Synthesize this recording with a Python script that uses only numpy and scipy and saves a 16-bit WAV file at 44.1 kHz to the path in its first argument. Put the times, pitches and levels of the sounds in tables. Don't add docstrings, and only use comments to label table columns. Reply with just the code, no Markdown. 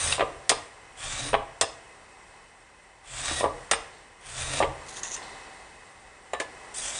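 import sys
import numpy as np
from scipy import signal
from scipy.fft import rfft, irfft, next_fast_len
from scipy.io import wavfile
from scipy.ndimage import uniform_filter1d, map_coordinates

SR = 44100
rng = np.random.default_rng(int(sys.argv[2]) if len(sys.argv) > 2 else 0)


def gain_from_decibels(decibels):
    exponent = np.asarray(decibels, float) / 20
    return 10 ** exponent


def file_out(sig):
    cols = np.atleast_2d(sig).T
    lim = np.clip(cols, -1, 1)
    pcm = np.round(lim * 32767).astype(np.int16)
    wavfile.write(sys.argv[1], SR, pcm)


N = 308259
TIME = np.arange(N) / SR

# touch_s, lift_s, steel_hiss_db, gather_speed_s, hand_pressure_db
PULLS = [
    (-.2, .125, -31.5, 0.086, -0.5),
    (.95, 1.29, -38.5, 0.031, 2.5),
    (3.04, 3.4, -36, 0.064, 1.5),
    (4.2, 4.585, -36.5, 0.084, 2.5),
    (6.738, 6.81, -39, 0.0019, -11),
    (6.811, 7.1, -35, 0.011, -7.5),
]
# pitch_hz, width_hz, level_db
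STEEL_PARTIALS = [(4800, 250, -9), (5700, 200, -5), (6250, 220, -5), (7200, 300, -5), (7800, 250, -4),
                  (8300, 200, -2), (8800, 250, 0), (9400, 300, -5)]
# pitch_hz, level_db (per Hz)
STEEL_HISS = [(2650, -27.5), (4500, -8.5), (6630, 6), (7010, 5.5), (8580, 7.5), (9220, 6), (10200, -3),
              (13300, -47), (22000, -120)]
BLADE_CLIMB = (0.204, .65)
# touch_hz, lift_hz
BLADE_RING = (3390, 3770)
# pitch_hz, width_hz, level_db
BENCH_RASP = [(283, 47, 1.5), (565, 230, -5), (790, 85, -3.5), (1115, 49, 1.5), (1920, 47, 5.5),
              (2300, 34, 6), (2700, 1600, -5.5)]
# start_s, peak_db, ring_hz, snap_db (above the peak)
GUIDE_KNOCKS = [(0.18, -20, 640, -19), (0.194, -15, 570, -8.5), (0.206, -12, 670, -7.5),
                (0.215, -20, 926, -11), (0.224, -14, 557, -18), (0.498, -16, 625, -1),
                (0.515, -13, 680, -8), (1.33, -13.5, 527, -10.5), (1.34, -9.5, 710, -8.5),
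                (1.348, -16, 1140, -10.5), (1.612, -14, 650, -8), (1.631, -18, 684, -19),
                (3.311, -25, 300, -25), (3.407, -18, 603, -13), (3.43, -15, 584, -29),
                (3.44, -10.5, 520, -24), (3.448, -14.5, 974, -28), (3.457, -13.5, 563, -28),
                (3.713, -14.5, 620, -6), (3.733, -17, 978, 4.5), (4.602, -9, 640, -37),
                (4.613, -15.5, 764, -16), (4.624, -8.5, 791, -11.5), (4.641, -12.5, 540, -19),
                (5.216, -34, 750, -7), (6.333, -17, 659, -14), (6.346, -24.5, 540, -10),
                (6.4, -18, 583, -7.5), (6.416, -24.5, 1040, -18)]
# pitch_hz, level_db, t60_s
WOOD_MODES = [(304, -7, 0.066), (412.4, -4, 0.069), (465.6, -7.5, 0.19), (570, -3, 0.067),
              (683, -8.5, 0.19), (793, 0.5, 0.05), (994, 1, 0.063), (1109, 0, 0.067), (1200, -4, 0.12),
              (1692, -12, 0.085), (1800, -10, 0.037)]
# start_s, peak_db, brightness_db,
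# rattle_t60_s
STONE_CLACKS = [(0.075, -17, -21, 0.035), (0.1225, -10, -30, 0.13), (0.4932, -14.5, 4.5, 0.061),
                (1.123, -18, -25, 0.067), (1.2293, -29, -13, 0.045), (1.3416, -17.5, -35.5, 0.011),
                (1.6112, -11.5, -2, 0.049), (3.2567, -29.5, -2, 0.12), (3.2807, -12, -31, 0.071),
                (3.4, -23, -9, 0.027), (3.442, -23, -35, 0.01), (3.712, -3, -13, 0.047),
                (3.734, -18, -22, .015), (4.5345, -19.5, -11.5, 0.052), (4.5894, -18.5, -15, 0.053),
                (4.626, -24, -35, 0.012), (4.9686, -25, -17, 0.042), (5.034, -28, -9, 0.048),
                (5.0512, -27.5, -17, 0.038), (5.1302, -28, -13, 0.031), (5.143, -36.5, -5, 0.05),
                (5.1644, -24, -13.5, 0.019), (6.3336, -29, -12.5, 0.047), (6.4, -21.5, -11.5, 0.1),
                (6.748, -41, -3, 0.024), (6.8435, -38, -10, 0.03)]
# pitch_hz, width_hz, level_db, t60_s
BLADE_CLANG = [(1877, 350, 5, 0.094), (2740, 510, 0, 0.13), (3560, 900, 1, 0.12), (5180, 530, -8, 0.25),
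               (6930, 490, -6.5, 0.12), (8610, 440, 5, 0.11)]
# start_s, pitch_hz, level_db, t60_s
LOOSE_RINGS = [(6.334, 3900, -43, .3), (6.334, 1760, -36, .3), (6.401, 1720, -31, .17),
               (6.334, 7200, -32, .03), (6.399, 7300, -30, .03), (.1255, 2750, -14, .02),
               (.1255, 3800, -18, .025), (.076, 8000, -23, .03), (6.748, 7600, -29, .015)]
# touch_s, lift_s, rustle_db, gather_speed_s, scratch_db (above the rustle)
FINGER_WIPES = [
    (4.855, 4.904, -48.5, .008, -7),
    (4.915, 4.995, -45, 0.017, 0),
    (5.029, 5.044, -47.5, 0.0017, 15.5),
    (5.056, 5.107, -49.5, .004, 6),
    (5.105, 5.145, -49, .006, 14.5),
]
# touch_s, lift_s, level_db, gather_speed_s, fade_db_per_s
SLEEVE_SWISHES = [
    (3.88, 3.958, -63, .03, 102),
    (5.216, 5.222, -51, .002, 400),
    (5.217, 5.302, -58, .005, 35),
]
# pitch_hz, width_hz, level_db
FRAME_MODES = [(38.6, 37, 1.5), (60.2, 22, -3), (80.1, 19.6, 1), (133.2, 20, 1)]
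# pitch_hz, level_db (per Hz)
SHOP_HISS = [(18, -47), (30, 1), (150, -9), (227, -8), (290, -6.5), (408, -1), (698, -2), (751, -2),
             (870, -8), (1170, -6), (1720, -4), (2040, 1.5), (2360, -12.5), (2540, -13), (10200, -20),
             (13300, -91), (22000, -120)]
# pitch_hz, width_hz, level_db
SHOP_HUMS = [(765.4, 47, 8.5), (1023, 470, 2), (2070, 51, -3), (2560, 115, 0), (3013, 97, -4.5),
             (5630, 270, -12.5), (7560, 240, -10.5), (8240, 300, -7.5), (9100, 210, -11)]
# time_s, level_db
SHOP_STIR = [(0, -44.5), (.8, -50.5), (1.9, -50.5), (3.0, -54), (3.6, -45), (4.15, -52.5), (4.8, -45),
             (5.25, -43), (5.8, -49.5), (6.2, -51.5), (6.5, -48), (6.99, -44)]
# pitch_hz, t60_s, level_db
SHOP_ROOM = [(108, 0.79, -5.5), (371, 0.55, -4.5), (940, 0.46, -5), (1900, 0.71, -12), (3760, 0.37, -8.5),
             (8200, 0.48, -15)]


def unit(x):
    return x / np.sqrt(np.mean(x ** 2))


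def ring(x, hz, t60):
    pole = np.exp(2j * np.pi * min(hz, .45 * SR) / SR - np.log(1000) / (max(t60, .001) * SR))
    return signal.lfilter([1], [1, -pole], x).imag


def band(x, lo_hz, hi_hz):
    return signal.sosfilt(signal.butter(N=2, Wn=[lo_hz, hi_hz], btype="band", fs=SR, output="sos"), x)


def colour(x, points):
    hz, db = np.transpose(points)
    size = next_fast_len(len(x))
    bin_hz = np.arange(size // 2 + 1) * SR / size
    gain = gain_from_decibels(np.interp(np.log(bin_hz + 1), np.log(hz), db))
    return unit(irfft(rfft(x, size) * gain, size)[:len(x)])


def walk(rate):
    hold = int(SR / rate)
    steps = np.repeat(rng.standard_normal(N // hold + 1), hold)
    return 1.02 * uniform_filter1d(uniform_filter1d(steps, hold), hold)[:N]


def resonances(x, peaks, wander_db, rate):
    total = np.zeros(N)
    for k, (hz, width, db) in enumerate(peaks):
        strength = (-1) ** k * gain_from_decibels(db + wander_db * walk(rate)) * np.sqrt(width)
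        total += strength * unit(ring(x, hz, 4.8 / width))
    return unit(total)


def grit(spread_db):
    size = np.minimum(rng.exponential(size=N), 5)
    return unit(rng.standard_normal(N) * gain_from_decibels(spread_db * size))


def gesture(touch, lift, db, gather, fade_db_s):
    start_db = -30.5
    out = np.zeros(N)
    span = slice(max(int(touch * SR), 0), int((lift + 60 / fade_db_s) * SR))
    t = TIME[span]
    rise_db = start_db * np.exp((touch - t) / max(gather, .001))
    out[span] = gain_from_decibels(db + rise_db - fade_db_s * np.maximum(t - lift, 0))
    return out


def progress(at_touch, at_lift):
    moments = np.ravel([row[:2] for row in PULLS])
    return np.interp(TIME, moments, np.tile([at_touch, at_lift], len(PULLS)))


def effort(share, build):
    build_db = 2.5
    pulls = sum(gain_from_decibels(share * press_db) * gesture(touch, lift, db, gather, fade_db_s=260)
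                for touch, lift, db, gather, press_db in PULLS)
    return gain_from_decibels(build * build_db * progress(-0.73, 0.32)) * pulls


def patchy(x, wander_db):
    return x + sum((gain_from_decibels(wander_db * walk(13)) - 1) * band(x, lo_hz, 1.25 * lo_hz)
                   for lo_hz in (4200, 5250, 6560, 8200))


def strokes():
    drift = .25
    blade_db, bench_db = -3, 1
    grains = grit(spread_db=3.5) * gain_from_decibels(0.88 * walk(60) + 1.45 * walk(25))

    centre_hz = np.interp(progress(0, 1), BLADE_CLIMB, BLADE_RING) * (1 + .02 * walk(15))
    bend = np.cumsum(1 + drift * (centre_hz / centre_hz.mean() - 1) + .012 * walk(12))
    partials = resonances(grains, STEEL_PARTIALS, wander_db=5, rate=16)
    partials = map_coordinates(partials, [bend], mode="mirror")
    steel = unit(patchy(colour(grains, STEEL_HISS), 3) + gain_from_decibels(-6) * partials)

    note = sum(np.exp(-((centre_hz - hz) / 220) ** 2) * unit(ring(grains, hz, 0.022))
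               for hz in range(3000, 4100, 200))
    blade = gain_from_decibels(-10.0) * unit(band(grains, 3030, 5750)) + gain_from_decibels(-8) * note
    blade = blade * gain_from_decibels(2.5 * walk(14))

    rasp = resonances(grains, BENCH_RASP, wander_db=4, rate=14)
    bench = gain_from_decibels(-7.5) * unit(band(grains, 420, 4570)) + gain_from_decibels(-10.5) * rasp
    bench = bench * gain_from_decibels(1.5 * walk(11))
    deep = signal.sosfilt(signal.butter(N=2, Wn=750, fs=SR, output="sos"), bench)
    wood = effort(0.93, 0.93) * (bench - deep) + effort(1, 8.7) * deep
    return effort(0, .3) * steel + gain_from_decibels(blade_db) * effort(0.5, 0.55) * blade + gain_from_decibels(bench_db) * wood


def contacts():
    rebound_s, rebound_db, detune = .008, -8, 0.21
    luck = np.tanh(rng.standard_normal((len(GUIDE_KNOCKS), 2)))
    again = [(s + rebound_s * (1 + 0.301 * a), db + rebound_db, hz * (1 + detune * b), snap_db)
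             for (s, db, hz, snap_db), (a, b) in zip(GUIDE_KNOCKS, luck)]
    return list(GUIDE_KNOCKS) + again


def knocks():
    out = np.zeros(N + 8192)
    t = np.arange(8192) / SR
    mode_hz, mode_db, t60 = np.transpose(WOOD_MODES)[:, :, None]
    for s, db, hz, snap_db in contacts():
        swing = (1 - np.exp(-t / 0.0012)) * np.exp(-t / 0.0023) * np.sin(2 * np.pi * hz * t)
        noise = rng.standard_normal(8192)
        snap = band(band(noise * np.exp(-t / 0.0056), 1130, 3420), 1000, 3600)
        strength, detune = rng.standard_normal((2, len(WOOD_MODES), 1))
        decay = 1.5 * np.tanh(strength) * gain_from_decibels(mode_db - 60 * t / t60)
        wood = np.sum(decay * np.sin(2 * np.pi * mode_hz * (1 + 0.024 * detune) * t), axis=0)
        i = int((s + .001) * SR)
        push = gain_from_decibels(5.5) * swing + gain_from_decibels(min(snap_db, -2) + 10) * snap + gain_from_decibels(-13) * wood
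        out[i:i + 8192] += gain_from_decibels(db) * push
    return band(out[:N], 190, 4500)


def clacks():
    low, high = np.zeros((2, N + 8192))
    blows = np.zeros((len(BLADE_CLANG), N))
    t = np.arange(8192) / SR
    for s, db, bright_db, t60 in STONE_CLACKS:
        noise = np.clip(rng.standard_normal(8192), -2, 2)
        rattle = gain_from_decibels(db - 60 * t / max(t60, .005)) * noise
        i = int(s * SR)
        low[i:i + 8192] += rattle
        high[i:i + 8192] += rattle * gain_from_decibels(bright_db + 9)
        grip_db = 1.5 * rng.standard_normal(len(BLADE_CLANG))
        blows[:, i] += gain_from_decibels(db + 0.65 * bright_db + grip_db)
    buzz = rng.standard_normal(N)
    clang = np.zeros(N)
    for (hz, width, db, t60), blow in zip(BLADE_CLANG, blows):
        decay = signal.lfilter([1], [1, -gain_from_decibels(-60 / (t60 * SR))], blow)
        clang += gain_from_decibels(db) * decay * unit(ring(buzz, hz, 9.2 / width))
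    rattles = gain_from_decibels(-8.0) * band(low, 1000, 4740) + gain_from_decibels(-2.5) * band(high, 3260, 8800)
    return rattles[:N] + gain_from_decibels(-16.0) * clang


def rings():
    out = np.zeros(N)
    t = np.arange(8192) / SR
    for s, hz, db, t60 in LOOSE_RINGS:
        i = int(s * SR)
        out[i:i + 8192] += gain_from_decibels(db - 60 * t / t60) * np.sin(2 * np.pi * hz * t)
    return out


def wipe():
    grains = grit(spread_db=5.5) * gain_from_decibels(3 * walk(120))
    rustle = unit(band(grains, 2800, 11000))
    scratch = unit(band(band(grains, 5450, 7400), 5350, 8200))
    sleeve = unit(band(rng.standard_normal(N), 3500, 4600))
    skin = sum(gesture(*row, fade_db_s=505) * (gain_from_decibels(3.0) * rustle + gain_from_decibels(bright_db - 3.5) * scratch)
               for *row, bright_db in FINGER_WIPES)
    return skin + sleeve * sum(gesture(*row) for row in SLEEVE_SWISHES)


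def rumble():
    frame_t60_s, frame_db = 0.54, -7.5
    thump_db, thump_slope = -23, 1.58
    frame = band(resonances(rng.standard_normal(N), FRAME_MODES, wander_db=4.5, rate=6.4), 13, 210)
    keep = gain_from_decibels(-120 / (frame_t60_s * SR))
    feed = (1 - keep) * (gain_from_decibels(frame_db) * effort(1.6, .1)) ** 2
    for s, db, *_ in GUIDE_KNOCKS:
        feed[int(s * SR)] += gain_from_decibels(thump_slope * db + thump_db) ** 2
    energy = uniform_filter1d(signal.lfilter([1], [1, -keep], feed), size=900)
    return unit(frame) * np.sqrt(np.abs(energy))


def shop():
    s, db = np.transpose(SHOP_STIR)
    stir_db = db + 52
    treble_db, bass_db = .5 + 0.13 * stir_db, 4 - .2 * stir_db
    tones = resonances(rng.standard_normal(N), SHOP_HUMS, wander_db=1.2, rate=12)
    hiss = colour(rng.standard_normal(N), SHOP_HISS) + gain_from_decibels(-2.5) * tones
    treble = (gain_from_decibels(np.interp(TIME, s, treble_db)) - 1) * band(hiss, 3000, 11000)
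    bass = (gain_from_decibels(np.interp(TIME, s, bass_db)) - 1) * band(hiss, 23, 250)
    hiss = band(hiss, 25, 15000) + treble + bass
    return unit(hiss) * gain_from_decibels(np.interp(TIME, s, db) + .6 * walk(9))


def room(x):
    t = np.arange(SR) / SR
    onset = np.clip(t / 0.0041 - .5, 0, 1)
    tail = np.zeros(SR)
    for hz, t60, db in SHOP_ROOM:
        decay = band(rng.standard_normal(SR), hz * 0.67, hz * 1.52) * gain_from_decibels(-60 * t / t60) * onset
        band_share = min(hz * 0.39 / (SR / 2), 1)
        tail += gain_from_decibels(db) * decay / np.sqrt(np.sum(decay ** 2) / band_share)
    return x + signal.fftconvolve(x, tail)[:N]


def scene():
    rubbed = strokes() + wipe()
    near = room(gain_from_decibels(1) * rubbed + knocks() + clacks() + rings())
    return (near + 0.12 * rubbed + rumble() + shop())[None]


def low_pass(x):
    return signal.sosfilt(signal.butter(12, 10370, fs=SR, output="sos"), x)


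def record(dry):
    rounded = .56 * np.tanh(dry / .56)
    top_cut = signal.ellip(8, .5, 60, 10180, fs=SR, output="sos")
    return low_pass(signal.sosfilt(top_cut, rounded))


dry = scene()
out = record(dry)
file_out(out)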